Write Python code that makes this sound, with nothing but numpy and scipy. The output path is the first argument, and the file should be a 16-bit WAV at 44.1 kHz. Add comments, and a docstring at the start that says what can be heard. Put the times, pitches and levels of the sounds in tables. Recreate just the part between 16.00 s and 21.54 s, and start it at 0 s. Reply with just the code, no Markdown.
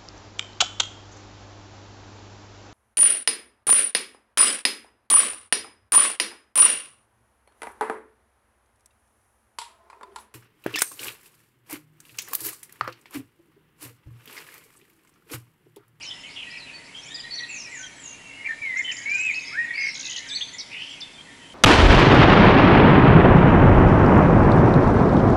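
"""Dawn chorus beside a house, heard through a small camera's hiss and whine over a faint rising rumble.
Near and far, birds whistle and chatter throughout; a songbird in the nearest bush opens with slurs.
A robin slides and shivers downwards, then a blackbird flutes while a small bird adds high hooked notes.
The robin returns, the songbird trills and slurs again. Each note is a nearly pure, shaking tone;
walls throw the songs back as echoes and leaves and trees scatter them as shaped noise."""
import sys
import numpy as np
from scipy import signal
from scipy.fft import rfft, irfft, next_fast_len
from scipy.io import wavfile
from scipy.ndimage import map_coordinates

SR = 44100
rng = np.random.default_rng(int(sys.argv[2]) if len(sys.argv) > 2 else 0)


def to_wav(sig):
    """Store sig (one row per channel, or 1-D mono) as 16-bit WAV at the path in sys.argv[1].

    Samples outside -1..1 are clipped; the rate is SR.
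    """
    pcm = np.clip(np.atleast_2d(sig), -1, 1) * 32767
    pcm = np.round(pcm).astype(np.int16)
    wavfile.write(sys.argv[1], SR, pcm.T)  # frames by channels


N = 244314  # length in samples

# Hiss and rumble of the air at the microphone. Each row: frequency in Hz, relative density in dB.
AIR_SPECTRUM = [(15, -41), (25, -3.5), (60, -7), (142, 1.5), (208, -3.5), (262, 0), (384, -5), (847, -6),
                (938, -7), (1270, -8), (2180, -4.5), (3920, -11), (7220, -15), (7800, -14.5),
                (11200, -20.5), (14500, -68.5), (22000, -120)]
# Steady tones of the camera's whine. Each row: frequency in Hz, mean level in dB.
CAMERA_WHINE = [(273, -65.5), (935, -64), (7480, -67), (9868, -73), (11025, -83.5)]
# Course of the low rumble. Each row: time in seconds, relative level in dB.
RUMBLE_LEVEL = [(0, -73), (4.6, -56.5), (5.54, -43)]
# Course of the distant crowd of birds. 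Each row: time in seconds, relative level in dB.
CROWD_LEVEL = [(0.0, -39), (0.57, -42.5), (0.85, -46.5), (1.37, -42), (2.11, -42), (2.39, -47.5),
               (2.71, -39.5), (3.05, -38.5), (3.19, -40), (3.86, -36), (5.34, -47.5), (5.54, -51.5)]
# Colour of the distant crowd. Each row: frequency in Hz, gain in dB.
CROWD_COLOUR = [(1300, -54), (1800, 0), (2350, 2), (3100, -9), (4000, -8.5), (5500, -23), (7000, -7),
                (8500, -39)]
# Birds farther off. Each row: start in seconds, length in seconds, start pitch in Hz, end pitch in Hz,
# relative level in dB, warble depth in Hz.
FAR_NOTES = [ (0, 0.0654, 2700, 2480, -43.5, 360), (.02, 0.053, 4900, 3600, -47.5, 440),
             (.038, 0.068, 2980, 3000, -43.5, 24), (0.096, .045, 3244, 3259, -38, 220),
             (0.232, .045, 3100, 2730, -44, 200), (0.281, 0.086, 4450, 5250, -52.5, 457),
             (.345, .115, 3142, 2620, -39, 360), (0.514, 0.077, 2450, 2394, -43.5, 250),
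             (0.66, 0.0555, 2935, 2226, -44.5, 350), (0.834, 0.043, 4440, 4920, -53.5, 440),
             (0.937, 0.077, 3130, 3157, -42, 88), (1.085, .14, 1720, 1900, -49, 36),
             (1.225, 0.066, 1850, 1810, -44, 10), (1.391, 0.071, 1900, 1835, -39.5, 10),
             (1.462, 0.14, 2620, 2404, -42, 110), (1.563, 0.076, 2720, 2740, -49, 14),
             (1.63, .075, 2570, 2130, -47, 14), (1.704, 0.079, 2200, 1670, -43, 13),
             (1.78, 0.091, 1477, 1468, -48, 8), (1.823, .062, 3220, 3090, -43.5, 60),
             (2, 0.43, 2783, 2621, -51.5, 38), (2.32, .13, 2805, 2852, -52, 17),
             (2.258, 0.28, 2204, 2006, -44.5, 37), (2.859, 0.081, 2066, 1782, -37, 126),
             (2.949, .28, 1656, 1480, -48.5, 7.9), (3.323, 0.077, 2520, 2530, -35.5, 37),
             (3.444, 0.13, 2154, 2144, -39.5, 106), (3.94, .16, 1404, 1700, -56.5, 20),
             (4.028, .07, 2595, 2510, -44.5, 85), (4.078, 0.12, 3037, 3003, -39, 190),
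             (4.25, 0.095, 1510, 1690, -51, 12), (4.522, .04, 1980, 1920, -49, 26),
             (4.681, 0.2195, 2200, 3222, -39, 294), (4.756, 0.24, 4830, 5310, -53.5, 660),
             (4.85, 0.11, 3103, 3000, -42.5, 245), (5.178, 0.051, 3130, 3210, -46, 45),
             (5.376, 0.2, 3000, 3100, -53.5, 85)]
# High hooked notes of the small bird. Each row: start in seconds, length in seconds, top pitch in Hz,
# leap in Hz, relative level in dB.
HOOKED_NOTES = [(2.77, 0.025, 7400, 2260, -38), (2.913, 0.0487, 7350, 2690, -37.5),
                (2.965, 0.0337, 7000, 2300, -40.5), (3.096, 0.029, 7190, 2380, -41),
                (3.136, 0.029, 7430, 2644, -38), (3.178, 0.0424, 7610, 2900, -35),
                (3.305, 0.0456, 6800, 200, -47.5), (3.342, 0.028, 5370, 1270, -39),
                (3.416, 0.025, 6650, 402, -44), (3.448, 0.04, 5240, 594, -40.5)]
# The songbird in the nearest bush. 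Each row: start in seconds, length in seconds, start pitch in Hz, end pitch
# in Hz, upward bow in Hz, relative level in dB. The row at 4.42 s is a wall echo of the 4.28 s line near 6.3
# kHz.
SONGBIRD_SLURS = [ (.008, 0.042, 4600, 7400, -450, -45), (.045, 0.037, 7270, 5300, -600, -46.5),
                  (.062, 0.0378, 5270, 5210, -5, -40.5), (.497, .025, 4430, 5330, 0, -47),
                  (.56, 0.0955, 5900, 4100, -750, -48.5), (.73, 0.066, 4510, 4440, 6, -49),
                  (4.268, 0.04345, 7600, 3630, -420, -43.5), (4.28, .092, 8200, 7900, -260, -41.5),
                  (4.28, 0.134, 6300, 5923, 43, -48), (4.293, 0.057, 3950, 4337, -630, -35),
                  (4.346, 0.0331, 3855, 3240, 927, -29.5), (4.375, 0.069, 6700, 6296, -100, -48),
                  (4.407, 0.024, 2700, 3240, 572.5, -28.5), (4.42, .085, 6050, 6075, 137, -47.5),
                  (4.53, 0.028, 6550, 6830, 427.5, -44), (4.582, .018, 6110, 4020, 130, -36.5),
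                  (4.596, 0.0216, 6220, 3720, -160, -34.5), (4.88, .062, 8030, 7210, -160, -55),
                  (5.004, .018, 6100, 3350, 88, -39.5), (5.015, 0.027, 3550, 3545, -3, -36.5)]
# The songbird's trill notes. Each row: start in seconds, relative level in dB.
TRILL_NOTES = [(3.944, -38.5), (3.993, -35.5), (4.045, -35), (4.096, -35), (4.16, -35)]
# Pitch of one flick of the trill. Each row: time in seconds, pitch in Hz.
FLICK_PITCH = [(0, 6030), (.004, 6910), (.007, 6070), (.01, 4200), (.014, 3100)]
# The robin's slurs. Each row: start in seconds, length in seconds, start pitch in Hz, end pitch in Hz,
# upward bow in Hz, relative level in dB.
ROBIN_SLURS = [ (.962, 0.048, 4560, 6150, 550, -53), (1.018, 0.037, 5523, 6500, -500, -48.5),
               (1.056, .028, 6800, 7150, 200, -46), (1.05, 0.11, 2900, 3920, 152, -47.5),
               (1.12, 0.0547, 7217, 6600, 752, -47), (1.144, 0.019, 4963, 4650, 102, -33.5),
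               (1.228, .035, 3970, 4030, 0, -50.5), (1.17, 0.037, 3850, 3040, 50, -44),
               (1.307, .047, 4465, 4400, -2, -33.5), (1.339, 0.028, 5600, 5500, 340, -42.5),
               (1.375, 0.026, 4200, 3000, 322, -36), (3.736, .052, 4240, 5120, -6, -42),
               (3.785, 0.051, 4720, 4830, 270, -38.5), (3.795, 0.077, 5670, 5150, 734, -45),
               (3.836, 0.083, 4900, 3900, -4, -45), (3.857, 0.053, 4800, 5120, 585, -39.5),
               (3.862, 0.0294, 8700, 7900, 0, -47)]
# The robin's long descents. Each row: start in seconds, start pitch in Hz, end pitch in Hz,
# relative level in dB.
ROBIN_DESCENTS = [(1.477, 7600, 4760, -42), (1.686, 7840, 5360, -44.5), (1.951, 7980, 5810, -45)]
# Blackbird syllables. Each row: start in seconds, length in seconds, attack in seconds, start, middle and end
# pitch in Hz, relative level in dB, burr depth in Hz. The short row at 3.704 s is a strong wall echo of the
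# long syllable before it.
BLACKBIRD_SYLLABLES = [ (2.418, 0.0605, 0.045, 2380, 2385, 2440, -23.5, 146),
                       (2.48, 0.0429, .013, 1830, 1815, 1797, -23, 33.4),
                       (2.594, .158, 0.028, 2520, 2128, 2050, -26, 30),
                       (2.754, 0.065, .007, 2030, 2108, 2173, -22, 83),
                       (2.83, 0.097, .02, 3050, 3057, 2985, -28, 96.4),
                       (3.046, 0.28, 0.015, 2130, 2499, 2594, -22, 63.3),
                       (3.506, .15, .078, 1860, 1857, 1933, -21.5, 18),
                       (3.664, 0.0467, .005, 1909, 1900, 1900, -33, 15),
                       (3.704, .027, 0.0033, 1947, 1882, 1927, -25.5, 18),
                       (3.735, 0.045, 0.0055, 2265, 2300, 2300, -28.5, 140),
                       (3.773, .13, 0.0074, 2182, 2188, 2233, -22.5, 121)]
# Echoes from the walls. Each row: delay in seconds, relative level in dB.
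WALL_ECHOES = [(.014, -9.5), (.024, -11), (.126, -16)]
# Ringing among the trees. Each row: frequency in Hz, time to fall by 60 dB in seconds.
TREE_DECAY = [(1000, 0.26), (3000, 1), (8000, 0.48)]
# Treble that birdsong loses on the way. Each row: frequency in Hz, gain in dB.
TREBLE_LOSS = [(6800, 0), (7600, -5.5), (8400, -9.5), (11000, -9.5)]

TOP_HZ = 11250  # the camera's band limit
HOUSE_DELAY = 0.051  # s, the long way round by the house front
NOTE_PEAK = 0.6  # a note is strongest this far through its length
FAR_BOW_HZ = 56.1  # the farther birds' notes all bow a little upwards
HOOK_LEAP_S, HOOK_DROOP_HZ = 0.008, 348  # typical time of the leap; fall from the top by the end
FLICK_S = 0.014  # spacing of the flicks in a trill note
# A descent's length, the power of time by which its fall steepens, and its growth in dB.
DESCENT_S, DESCENT_CURVE, DESCENT_SWELL_DB = 0.158, 1.3, 1.5
# The shiver that grows along a descent: rate, pitch swing, level swing.
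SHIVER_HZ, SHIVER_DEPTH_HZ, SHIVER_DB = 52.1, 114, 8.5
# During the attack a blackbird syllable climbs to its pitch and swells by this much.
SCOOP_HZ_PER_S, SCOOP_DB = 9800, 30
# At its end it sags by a share RELAX of the way to a resting pitch, over this part of its length.
REST_HZ, RELAX, RELAX_PART = 1805, 0.597, 0.11


def amp(db):
    """Decibels to gain."""
    return 10 ** (np.asarray(db) / 20)


def unit(x):
    """Scale to rms 1."""
    return x / np.sqrt(np.mean(x ** 2) + 1e-20)


def along(points, hz):
    """Read (Hz, value) points on a log frequency axis."""
    f, v = np.transpose(points)
    return np.interp(np.log(hz + 1), np.log(f + 1), v)


def level_over_time(points):
    """Read (s, dB) points at every sample."""
    s, db = np.transpose(points)
    return np.interp(np.arange(N) / SR, s, db)


def wobble(rate, size):
    """A smooth random curve, rate knots a second."""
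    knots = rng.standard_normal(int(size * rate / SR) + 4)
    return map_coordinates(knots, [np.arange(size) * rate / SR])


def filtered(x, response):
    """Multiply the spectrum of x by a response of frequency."""
    m = next_fast_len(N + 8192)  # padded, so the end does not wrap to the start
    return irfft(rfft(x, m) * response(np.fft.rfftfreq(m, 1 / SR)), m)[:N]


def add(track, s, sound):
    """Mix a sound into a track at time s."""
    start = max(round(s * SR), 0)
    part = track[start:start + len(sound)]
    part += sound[:len(part)]


def arc(length, start, middle, end):
    """A pitch bending smoothly through three points."""
    u = np.linspace(0, 1, int(length * SR))
    return np.polyval(np.polyfit([0, .5, 1], [start, middle, end], 2), u)


def whistle(hz, warble_hz, rate_hz, edge, rough=0.535, flutter_db=2.5, overtone_db=-36):
    """The syrinx: a nearly pure tone whose pitch and strength shake quickly and unevenly."""
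    size = len(hz)
    uneven_rate = rate_hz * (1 + 0.331 * wobble(90, size))
    shake = np.sin(2 * np.pi * np.cumsum(uneven_rate) / SR)
    shaken_hz = hz + warble_hz * (shake + rough * wobble(900, size))
    phase = 2 * np.pi * np.cumsum(shaken_hz) / SR
    tone = np.sin(phase) + amp(overtone_db) * np.sin(2 * phase)
    tone = tone * amp(flutter_db * wobble(198.4, size))
    return unit(tone) * signal.windows.tukey(size, np.clip(edge, 0, 1))


def phrase(notes, rate_hz, edge, rough, flutter_db, swell_db):
    """One bowed, warbled glide for each note, which swells to its peak and eases off."""
    song = np.zeros(N)
    for s, length, start, end, bow_hz, db, warble_hz in notes:
        hz = arc(length, start, (start + end) / 2 + bow_hz, end)
        tone = whistle(hz, warble_hz, rate_hz, edge, rough, flutter_db)
        off_peak = np.linspace(0, 1, len(tone)) / NOTE_PEAK - 1
        add(song, s, amp(db) * unit(amp(-swell_db * off_peak ** 2) * tone))
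    return song


def warbled(notes, steady_hz, hz_per_octave_s):
    """Give each slur a warble depth: the faster the glide, the more it shakes."""
    out = []
    for s, length, start, end, bow_hz, db in notes:
        octaves_per_s = abs(np.log2(end / start)) / length
        out.append((s, length, start, end, bow_hz, db, steady_hz + hz_per_octave_s * octaves_per_s))
    return out


def house_echo(x, echo_db):
    """A bird facing the house is heard twice, the second time off the house front."""
    out = x.copy()
    add(out, HOUSE_DELAY, amp(echo_db) * x)
    return out


def outdoors(x, walls_db, leaves_db, trees_db):
    """Direct sound, distinct wall echoes, a quick scatter from near leaves and a long tail from the trees."""
    out = x.copy()
    for delay, db in WALL_ECHOES:
        add(out, delay, amp(db + walls_db) * x)
    # The tail is noise that dies away at a different pace in each band.
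    hz, t, bands = signal.stft(rng.standard_normal(SR), SR, nperseg=256)
    decay = 1000. ** (-t / along(TREE_DECAY, hz)[:, None])
    tail = signal.istft(bands * decay, SR, nperseg=256)[1][:SR]
    age = np.arange(SR) / SR / 0.0039
    scatter = rng.standard_normal(SR) * age * np.exp(-age)  # builds up just after the direct sound
    leaves = amp(leaves_db) * scatter / np.linalg.norm(scatter)
    trees = amp(trees_db) * tail / np.linalg.norm(tail)
    return out + signal.fftconvolve(x, leaves + trees)[:N]


def background():
    """Steady noise hiss, a low noise band that rises, and the camera's slightly unsteady sine whine."""
    t = np.arange(N) / SR
    air = unit(filtered(rng.standard_normal(N), lambda hz: amp(along(AIR_SPECTRUM, hz))))
    low = unit(filtered(rng.standard_normal(N), lambda hz: np.exp(-((hz - 240) / 130) ** 2)))
    rumble = amp(level_over_time(RUMBLE_LEVEL) - 12.5) * low
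    whine = np.zeros(N)
    for hz, db in CAMERA_WHINE:
        level = amp(db + 0.36 * wobble(2.4, N))
        whine += level * np.sin(2 * np.pi * hz * t + 0.8 * wobble(8.4, N))
    return amp(-49.5) * air + rumble + np.sqrt(2) * whine  # root 2 takes sine peak to rms


def chorus(count=400):
    """Many distant chirps and whistles, heard as much through their echoes as directly."""
    song = np.zeros(N)
    for when, pitch, life, bend, slide, loudness in rng.random((count, 6)):
        hz = 1700 * 4.2 ** pitch
        contour = hz * arc(0.03564 + .11 * life, 1, 1 + 0.27 * (bend - .5), 1 + 0.5476 * (slide - .5))
        chirp = whistle(contour, warble_hz=46, rate_hz=71, edge=0.89)
        add(song, when * N / SR, amp(7.2 * loudness) * chirp)
    song = outdoors(song, walls_db=4, leaves_db=-5, trees_db=0)
    crowd = filtered(song, lambda hz: amp(along(CROWD_COLOUR, hz)))
    return unit(crowd) * amp(level_over_time(CROWD_LEVEL) - 5.5)


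def neighbours():
    """Whistles and buzzes from farther gardens: warbled glides blurred by the trees."""
    notes = [(s, length, start, end, FAR_BOW_HZ, db, warble_hz)
             for s, length, start, end, db, warble_hz in FAR_NOTES]
    song = phrase(notes, rate_hz=105, edge=0.42, rough=0.37, flutter_db=3.0, swell_db=3)
    return outdoors(song, walls_db=-4, leaves_db=-10, trees_db=-9)


def small_bird():
    """Each note leaps to its top pitch, never twice at quite the same speed, and droops from there."""
    song = np.zeros(N)
    for s, length, top, leap_hz, db in HOOKED_NOTES:
        t = np.arange(int(length * SR)) / SR
        leap_s = HOOK_LEAP_S * np.exp(0.198 * rng.standard_normal())
        leap = leap_hz * np.exp(-(t / leap_s) ** 2)
        droop = HOOK_DROOP_HZ * (t / length) ** 3
        tone = whistle(top - leap - droop, warble_hz=150, rate_hz=260, edge=0.16, rough=0.7, flutter_db=4.5)
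        add(song, s, amp(db) * tone)
    return outdoors(house_echo(song, echo_db=-5), walls_db=-3, leaves_db=-8, trees_db=-8)


def songbird():
    """Sharp slurs, and a trill of which each note is three quick flicks of pitch."""
    slurs = warbled(SONGBIRD_SLURS, steady_hz=42, hz_per_octave_s=6.6)
    song = phrase(slurs, rate_hz=220, edge=0.22, rough=0.44, flutter_db=2.5, swell_db=6.5)
    times, pitches = np.transpose(FLICK_PITCH)
    flick = np.interp(np.arange(0, times[-1], 1 / SR), times, pitches)
    for s, db in TRILL_NOTES:
        for k, flick_db in enumerate([1, 0, -3]):
            tone = whistle(flick, warble_hz=200.4, rate_hz=332, edge=0.19)
            add(song, s + k * FLICK_S, amp(db + flick_db) * tone)
    return amp(.5) * outdoors(song, walls_db=-2, leaves_db=-9, trees_db=-10)


def descent(start, end):
    """A thin note that swells, falls ever faster and starts to shiver."""
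    u = np.linspace(0, 1, int(DESCENT_S * SR))
    shiver = np.sqrt(u) * np.sin(2 * np.pi * (SHIVER_HZ * DESCENT_S * u + rng.random()))
    hz = start + (end - start) * u ** DESCENT_CURVE + SHIVER_DEPTH_HZ * shiver
    tone = whistle(hz, warble_hz=130, rate_hz=710, edge=0.26, rough=.4, flutter_db=2.0)
    return unit(amp(SHIVER_DB * shiver + DESCENT_SWELL_DB * u) * tone)


def robin():
    """Thin sliding notes and long descents, each doubled by the house front."""
    slurs = warbled(ROBIN_SLURS, steady_hz=95, hz_per_octave_s=1.3)
    song = phrase(slurs, rate_hz=440, edge=0.1, rough=0.26, flutter_db=4.0, swell_db=4.5)
    for s, start, end, db in ROBIN_DESCENTS:
        add(song, s, amp(db) * descent(start, end))
    return outdoors(house_echo(song, echo_db=-3.5), walls_db=-4, leaves_db=-12, trees_db=-11)


def blackbird():
    """Fluted syllables that scoop up, sag at the end and may break into a burr, lightly echoed."""
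    song = np.zeros(N)
    for s, length, attack, start, middle, end, db, burr_hz in BLACKBIRD_SYLLABLES:
        hz = arc(length, start, middle, end)
        t = np.arange(len(hz)) / SR
        to_go = np.maximum(attack - t, 0)  # attack time still left
        sag = RELAX * (REST_HZ - hz) * np.exp(-((1 - t / length) / RELAX_PART) ** 2)
        hz = hz - SCOOP_HZ_PER_S * to_go + sag
        tone = whistle(hz, burr_hz, rate_hz=380, edge=0.089, rough=0.42, flutter_db=2.36)
        add(song, s, amp(db - SCOOP_DB * to_go / attack) * tone)
    return amp(-3.5) * outdoors(song, walls_db=-3.0, leaves_db=-13, trees_db=-13)


def scene():
    """All the birds, their treble dulled on the way to the microphone, over the background."""
    birds = chorus() + neighbours() + small_bird() + songbird() + robin() + blackbird()
    return (filtered(birds, lambda hz: amp(along(TREBLE_LOSS, hz))) + background())[None]


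def record(dry):
    """The camera keeps nothing above its band limit."""
    return filtered(dry[0], lambda hz: hz < TOP_HZ)[None]


dry = scene()
out = record(dry)
to_wav(out)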